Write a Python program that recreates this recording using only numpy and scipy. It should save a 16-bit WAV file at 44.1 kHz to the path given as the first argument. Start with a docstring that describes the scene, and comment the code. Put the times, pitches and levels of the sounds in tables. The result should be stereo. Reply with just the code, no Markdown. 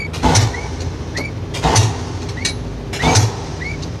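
"""A pile hammer strikes a concrete pile every 1.4 s, heard on two microphones in an idling machine's cab.
Each cycle is a clack of the release, a hiss and hollow roar as the ram falls, then a steel crash
and a deep beating boom, with the open yard throwing back echoes. A dry bearing squeaks at its own
steady pace, loose steel clanks in between, and the engine hums underneath."""
import sys
import numpy as np
from scipy import signal
from scipy.fft import rfft, irfft
from scipy.io import wavfile

SR = 44100
rng = np.random.default_rng(int(sys.argv[2]) if len(sys.argv) > 2 else 0)


def pcm_store(signal):
    """Save signal as 16-bit PCM."""
    levels = np.round(np.clip(np.atleast_2d(signal), -1, 1) * 32767)
    wavfile.write(sys.argv[1], SR, levels.astype(np.int16).T)


N = 176400


def amp(db):
    """Decibels to gain."""
    return 10 ** (np.asarray(db) / 20)


def pan(db):
    """Microphone gains, the left db louder than the right."""
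    return amp([[db / 2], [-db / 2]])


def unit(x):
    """Scales to an rms of one."""
    return x / np.sqrt(np.mean(x ** 2) + 1e-20)


def read(points, hz):
    """Reads a table on a log-frequency axis."""
    f, value = np.transpose(points)
    return np.interp(np.log(hz + 1), np.log(f + 1), value)


def add(mix, s, sound):
    """Mixes a sound in at time s."""
    at = round(s * SR)
    sound = sound[..., max(-at, 0):]
    part = mix[:, max(at, 0):][:, :sound.shape[-1]]
    part += sound[..., :part.shape[1]]


def drift(size, hz):
    """Random wandering, up to about the given rate."""
    f = np.fft.rfftfreq(N, 1 / SR)
    return unit(irfft(rfft(rng.standard_normal(N)) * np.exp(-(f / hz) ** 2), N))[:size]


# How alike the two microphones hear noise: (frequency [Hz], correlation [capped at 1])
MIC_LIKENESS = [(100, 1.2), (280, 0.76), (590, 0.77), (1260, 0.05), (2700, 0)]
def noise(gain_at, size=SR):
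    """Noise of a given spectrum at both microphones, alike in the bass only."""
    hz = np.fft.rfftfreq(size, 1 / SR)
    mid, side = rfft(rng.standard_normal((2, size)))
    same = np.clip(read(MIC_LIKENESS, hz), -1, 1)
    mid, side = mid * np.sqrt(1 + same), side * np.sqrt(1 - same)
    return unit(irfft(np.array([mid + side, mid - side]) * gain_at(hz), size))


def broad(points, comb_db, size=SR):
    """Noise that falls away below its first point, combed in the treble by many small resonances."""
    own, shared = np.array([drift(N, 30), drift(N, 30)]), drift(N, 30)
    comb = np.tanh(own + shared)
    def gain_at(hz):
        ripple = comb[:, np.minimum(hz * 10, N - 1).astype(int)] * np.minimum(hz / 2000, 1)
        return amp(read(points, hz) + comb_db * ripple) * np.minimum(hz / points[0][0], 1) ** 2
    return noise(gain_at, size)


def envelope(attack_s, hold_s, t60):
    """One second of rise, hold and exponential release."""
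    t = np.arange(SR) / SR
    rise = np.sin(np.pi / 2 * np.minimum(t / attack_s, 1)) ** 2
    return rise * np.exp(-np.log(1000) * np.maximum(t - attack_s - hold_s, 0) / t60)


def ring(modes, attack_s):
    """Struck steel: dying modes that reach each microphone at any phase."""
    t = np.arange(SR) / SR
    return sum(amp(db) * envelope(attack_s, 0, t60) * np.sin(2 * np.pi * (hz * t + rng.random((2, 1))))
               for hz, db, t60 in modes)


def rattle(depth_db, hz):
    """Uneven gain from many small contacts."""
    return unit(amp(depth_db * drift(SR, hz)))


# Engine and pump hum, centred between the microphones: (frequency [Hz], level [dB])
ENGINE_HUM = [(57.5, -35), (86, -33.5), (114, -38), (161, -39), (253, -40.5), (316, -43.5), (405, -39)]
# Rumble and hiss in the cab: (frequency [Hz], relative level [dB])
CAB_RUMBLE = [(20, -17), (42, -19.5), (90, 0.5), (168, -6.5), (192, -14), (242, -9), (276, -11), (409, -12),
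              (654, -20), (968, -21), (1260, -25.5), (3760, -33), (12800, -58.5), (16700, -85)]
def engine():
    """The machine idles around the microphones: wavering hum over a slightly throbbing rumble."""
    t = np.arange(N) / SR
    hum = 0
    for hz, db in ENGINE_HUM:
        swell = amp(db + 2.5 * drift(N, hz=1.17))
        pitch = hz + 4.5 * drift(N, hz=6.44)
        hum += swell * unit(np.sin(2 * np.pi * np.cumsum(pitch) / SR))
    rumble = amp(-27.5) * broad(CAB_RUMBLE, comb_db=2, size=N)
    throb = 1 + 0.14 * np.sin(2 * np.pi * 14 * t)
    return hum + rumble * throb * amp(0.38 * drift(N, hz=24))


def yard_echoes(x):
    """Scattered echoes from across the yard, ringing longest from 2.5 to 6 kHz."""
    taps = rng.standard_normal((2, 2 * SR)) * (rng.random((2, 2 * SR)) < .06)
    hz, t, spectra = signal.stft(taps, SR, nperseg=256)
    t60 = read([(200, 2.6), (800, 1.63), (2500, 4.26), (6000, 4.3), (11000, 1.8)], hz)[:, None]
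    colour_db = read([(100, -18), (300, -8), (800, -5), (2500, -15.5), (6000, -16), (11000, -21.5)], hz)
    fade = np.minimum(t / 0.052, 1) * np.exp(-np.log(1000) * t / t60)
    tail = signal.istft(spectra * amp(colour_db)[:, None] * fade, SR, nperseg=256)[1]
    return signal.fftconvolve(x, tail / 18, axes=1)[:, :N]


# The arch of one squeak: (time [s], pitch [Hz], relative level [dB])
SQUEAK_ARCH = [(0, 1640, -11), (.007, 1880, -3), (.021, 1965, 4), (.036, 2110, -8), (.058, 2190, -1),
               (.08, 2260, -6), (.11, 2290, 2), (.123, 2270, -14), (.135, 2250, -4), (.154, 2220, -22)]
# Squeaks, close by on the left: (time [s], level [dB], left minus right [dB])
SQUEAK_TURNS = [(-.085, -23.5, 13), (.530, -31, 8), (1.149, -27, 8), (2.367, -29, 4), (2.991, -23, 4),
                (3.607, -27, 5)]
def bearing(mix):
    """A dry bearing sings on each turn, raspy until it catches; echoes in the cab break it up."""
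    s, pitch, level = np.transpose(SQUEAK_ARCH)
    t = np.arange(0, s[-1], 1 / SR)
    size = len(t)
    rasp = .012 + .028 * np.exp(-t / .018)
    for start_s, db, pan_db in SQUEAK_TURNS:
        waver = 1 + rasp * drift(size, hz=440) + .006 * drift(size, hz=45)
        phase = 2 * np.pi * np.cumsum(np.interp(t, s, pitch) * waver) / SR
        overtones = sum(amp(-15 - 11 * k + 3.5 * drift(size, hz=60)) * np.sin((k + 2) * phase)
                        for k in range(4))
        slip_db = 2.3 * drift(size, hz=130)
        tone = amp(db + np.interp(t, s, level) + slip_db) * unit(np.sin(phase) + overtones)
        delays_s = rng.uniform(.003, .016, (2, 4, 1))
        echoes = np.interp(t - delays_s, t, tone, left=0).sum(axis=1)
        add(mix, start_s, pan(pan_db) * (tone + amp(-12) * echoes))


# Chatter of loose steel: (frequency [Hz], relative level [dB])
CHATTER_SPECTRUM = [(300, -25), (1200, 2.5), (2000, 1), (3300, -2.5), (4400, 6), (6500, 3), (7600, -9),
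                    (11600, -22.5), (12500, -63)]
# Its ringing: (frequency [Hz], relative level [dB], t60 [s])
STEEL_MODES = [(1860, -6.5, 0.045), (2806, -5.5, 0.061), (3908, -4, 0.16), (4130, 0, 0.2), (2250, -7, 0.19),
               (6331, -16, 0.094), (7235, -12, 0.083), (8340, -9.5, .08), (9350, -15, 0.11),
               (10170, -19.5, 0.35)]
# Clanks, close by on either side:
# (time [s], level [dB], attack [s], relative ring [dB], relative thud [dB], left minus right [dB])
STEEL_CLANKS = [(.797, -29.5, 0.013, -24, -3, -2), (1.165, -22, 0.0088, -29, 0.5, 1),
                (1.989, -36, 0.0049, -13, -7, 7), (2.217, -33, 0.0031, -23, -4, -7),
                (2.284, -28.5, 0.0055, -8, -10, 0.5), (2.447, -13, 0.0055, 1, -21, -1),
                (2.484, -28, 0.0044, 7, -4.5, 1), (3.819, -29.5, 0.0076, -27, -5, -4)]
def loose_steel(mix):
    """Loose steel chatters and rings, sometimes with a dull thud."""
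    for s, db, attack_s, ring_db, thud_db, pan_db in STEEL_CLANKS:
        chatter = broad(CHATTER_SPECTRUM, comb_db=10.5) * envelope(attack_s, 0.012, 0.1)
        chatter *= rattle(depth_db=2, hz=400)
        thud = broad([(110, -8), (300, 6), (700, -3), (5000, -35)], comb_db=0)
        thud *= amp(thud_db) * envelope(0.026, 0.021, 0.078)
        ringing = amp(ring_db) * ring(STEEL_MODES, attack_s)
        add(mix, s, amp(db) * pan(pan_db) * (chatter + ringing + thud))


# Screeches from the ram's guides: (time [s], hold [s], pitch [Hz], level [dB])
GUIDE_SCREECHES = [(1.630, .04, 3750, -27), (3.030, .028, 3530, -20), (3.078, .062, 6460, -26)]
def screeches(mix):
    """Steel rubbing on steel catches one fuzzy note at a time."""
    for s, hold_s, hz, db in GUIDE_SCREECHES:
        note = noise(lambda f: 1 / (1 + ((f - hz) / 70) ** 2))
        add(mix, s, amp(db) * note * envelope(0.0083, hold_s, 0.029))


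# The release, heard from the cab: (frequency [Hz], relative level [dB])
CLACK_SPECTRUM = [(240, -30), (400, -0.5), (928, -3.5), (1710, -9.5), (2760, -6), (3630, -7), (3910, -6.5),
                  (7080, -14.5), (12800, -34)]
def clack():
    """The release lets go of the ram."""
    return broad(CLACK_SPECTRUM, comb_db=9) * envelope(0.016, 0.011, 0.28) * rattle(depth_db=1.5, hz=220)


# The sliding ram, heard from the cab: (frequency [Hz], relative level [dB])
HISS_SPECTRUM = [(400, 0), (1100, 4.5), (1700, 0.5), (2500, -3), (3200, -3), (6400, -6), (7600, -15),
                 (12800, -33)]
def hiss():
    """The ram scrapes down its guides."""
    return broad(HISS_SPECTRUM, comb_db=5) * envelope(0.04, 0.12, 0.073) * rattle(depth_db=1.5, hz=200)


def shudder(drone_db):
    """A low push and a short drone as the ram falls."""
    t = np.arange(SR) / SR
    push = amp(-14.5) * envelope(0.051, 0.01, 0.14) * np.sin(2 * np.pi * 62 * t)
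    drone = amp(drone_db) * envelope(0.034, 0.013, 0.67) * np.sin(2 * np.pi * 251 * t)
    return push + drone


# Hollow resonances out at the hammer: (frequency [Hz], width [Hz], relative level [dB])
ROAR_RESONANCES = [(98, 25, -2), (155.6, 10.5, 0), (244, 31, -6.5), (308.5, 26, -3.5), (361, 13, -9),
                   (460, 34, -1), (660, 72, -4), (772, 46, 2), (886, 42, 3), (940, 130, -1.5)]
def roar():
    """The falling ram drives a gritty rush through hollow resonances."""
    def gain_at(hz):
        powers = (amp(db) ** 2 / width / (1 + ((hz - f) / width) ** 2) ** 2
                  for f, width, db in ROAR_RESONANCES)
        return np.sqrt(sum(powers))
    return amp(-13.5) * noise(gain_at) * envelope(0.035, 0.083, 0.14) * rattle(depth_db=0.5, hz=200)


# The impact and the shaking frame, heard from the cab: (frequency [Hz], relative level [dB])
IMPACT_SPECTRUM = [(250, -8), (570, -0.5), (900, -18), (1500, -1), (2300, -1), (3200, -6.5), (4200, 4.5),
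                   (6400, 3), (7600, -7), (9700, -5.5), (12800, -33.5)]
FRAME_SPECTRUM = [(300, 9.5), (900, 3), (1500, -4.5), (2300, -1.5), (3200, -3), (6000, -2.5), (8000, -13),
                  (12500, -27.5)]
def crash():
    """The ram lands: a bright crash, then the frame shakes on."""
    hit = amp(-11) * broad(IMPACT_SPECTRUM, comb_db=4) * envelope(0.0093, 0.014, 0.068)
    frame = amp(-19) * broad(FRAME_SPECTRUM, comb_db=11.5) * envelope(0.032, 0.051, 0.26)
    return hit + frame * rattle(depth_db=1, hz=121)


# The boom and its rebounds, centred between the microphones:
# (time after impact [s], frequency [Hz], half length [s], relative level [dB])
BOOM_SWELLS = [(.040, 106, .024, 0), (.091, 108, .016, -1.5), (.127, 106, .018, -8)]
def boom(mix, impact_s):
    """Pile and ground answer the blow with overlapping low swells."""
    t = np.arange(SR) / SR - .5
    for delay_s, hz, half_s, db in BOOM_SWELLS:
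        swell = amp(db - 5.5) * np.exp(-(t / half_s) ** 2) * np.cos(2 * np.pi * hz * t)
        add(mix, impact_s + delay_s - .5, swell)


# The hammer's struck steel: (frequency [Hz], relative level [dB], t60 [s])
ANVIL_MODES = [(1458, -6, .17), (5520, 1, .08), (6023, 1, 0.18)]
# Blows out in the yard:
# (impact time [s], clack time [s], clack level [dB], hiss time [s], hiss level [dB], drone level [dB])
HAMMER_BLOWS = [(.346, .128, -23, 0.21, -19.5, -16), (1.753, 1.533, -20.5, 1.610, -19, -28),
                (3.146, 2.924, -19.5, 2.998, -19.5, -21.5)]
def pile_hammer(far, near, roar_lead_s=.128):
    """The ram is released, falls and strikes; its shudder, ring and boom sound close."""
    for s, clack_s, clack_db, hiss_s, hiss_db, drone_db in HAMMER_BLOWS:
        add(far, clack_s, amp(clack_db) * clack())
        add(far, hiss_s, amp(hiss_db) * hiss())
        add(far, s - roar_lead_s, roar())
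        add(near, s - roar_lead_s, shudder(drone_db))
        add(far, s, crash())
        add(near, s, amp(-16) * ring(ANVIL_MODES, attack_s=0.0069))
        boom(near, s)


def scene():
    """The yard from the cab, over the engine: far sounds carry much more echo than near ones."""
    far, near = np.zeros((2, 2, N))
    pile_hammer(far, near)
    loose_steel(near)
    screeches(near)
    bearing(near)
    return far + near + yard_echoes(far + amp(-19) * near) + engine()


# Colour of the microphone pair: (frequency [Hz], left minus right [dB])
MIC_TILT = [(60, -1), (120, 2), (230, 1), (440, 2), (860, -1), (1680, 0.5), (3270, -1), (6360, -2.5),
            (12400, 13.5)]
def record(dry):
    """Each microphone has its own colour; peaks clip, and the treble ends at 12.9 kHz."""
    tilt = read(MIC_TILT, np.fft.rfftfreq(N, 1 / SR))
    coloured = irfft(rfft(dry) * amp([tilt / 2, -tilt / 2]), N)
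    lowpass = signal.firwin(301, 12900, window=("kaiser", 7), fs=SR)
    return signal.oaconvolve(np.clip(coloured, -1, 1), lowpass[None], "same")


dry = scene()
out = record(dry)
pcm_store(out)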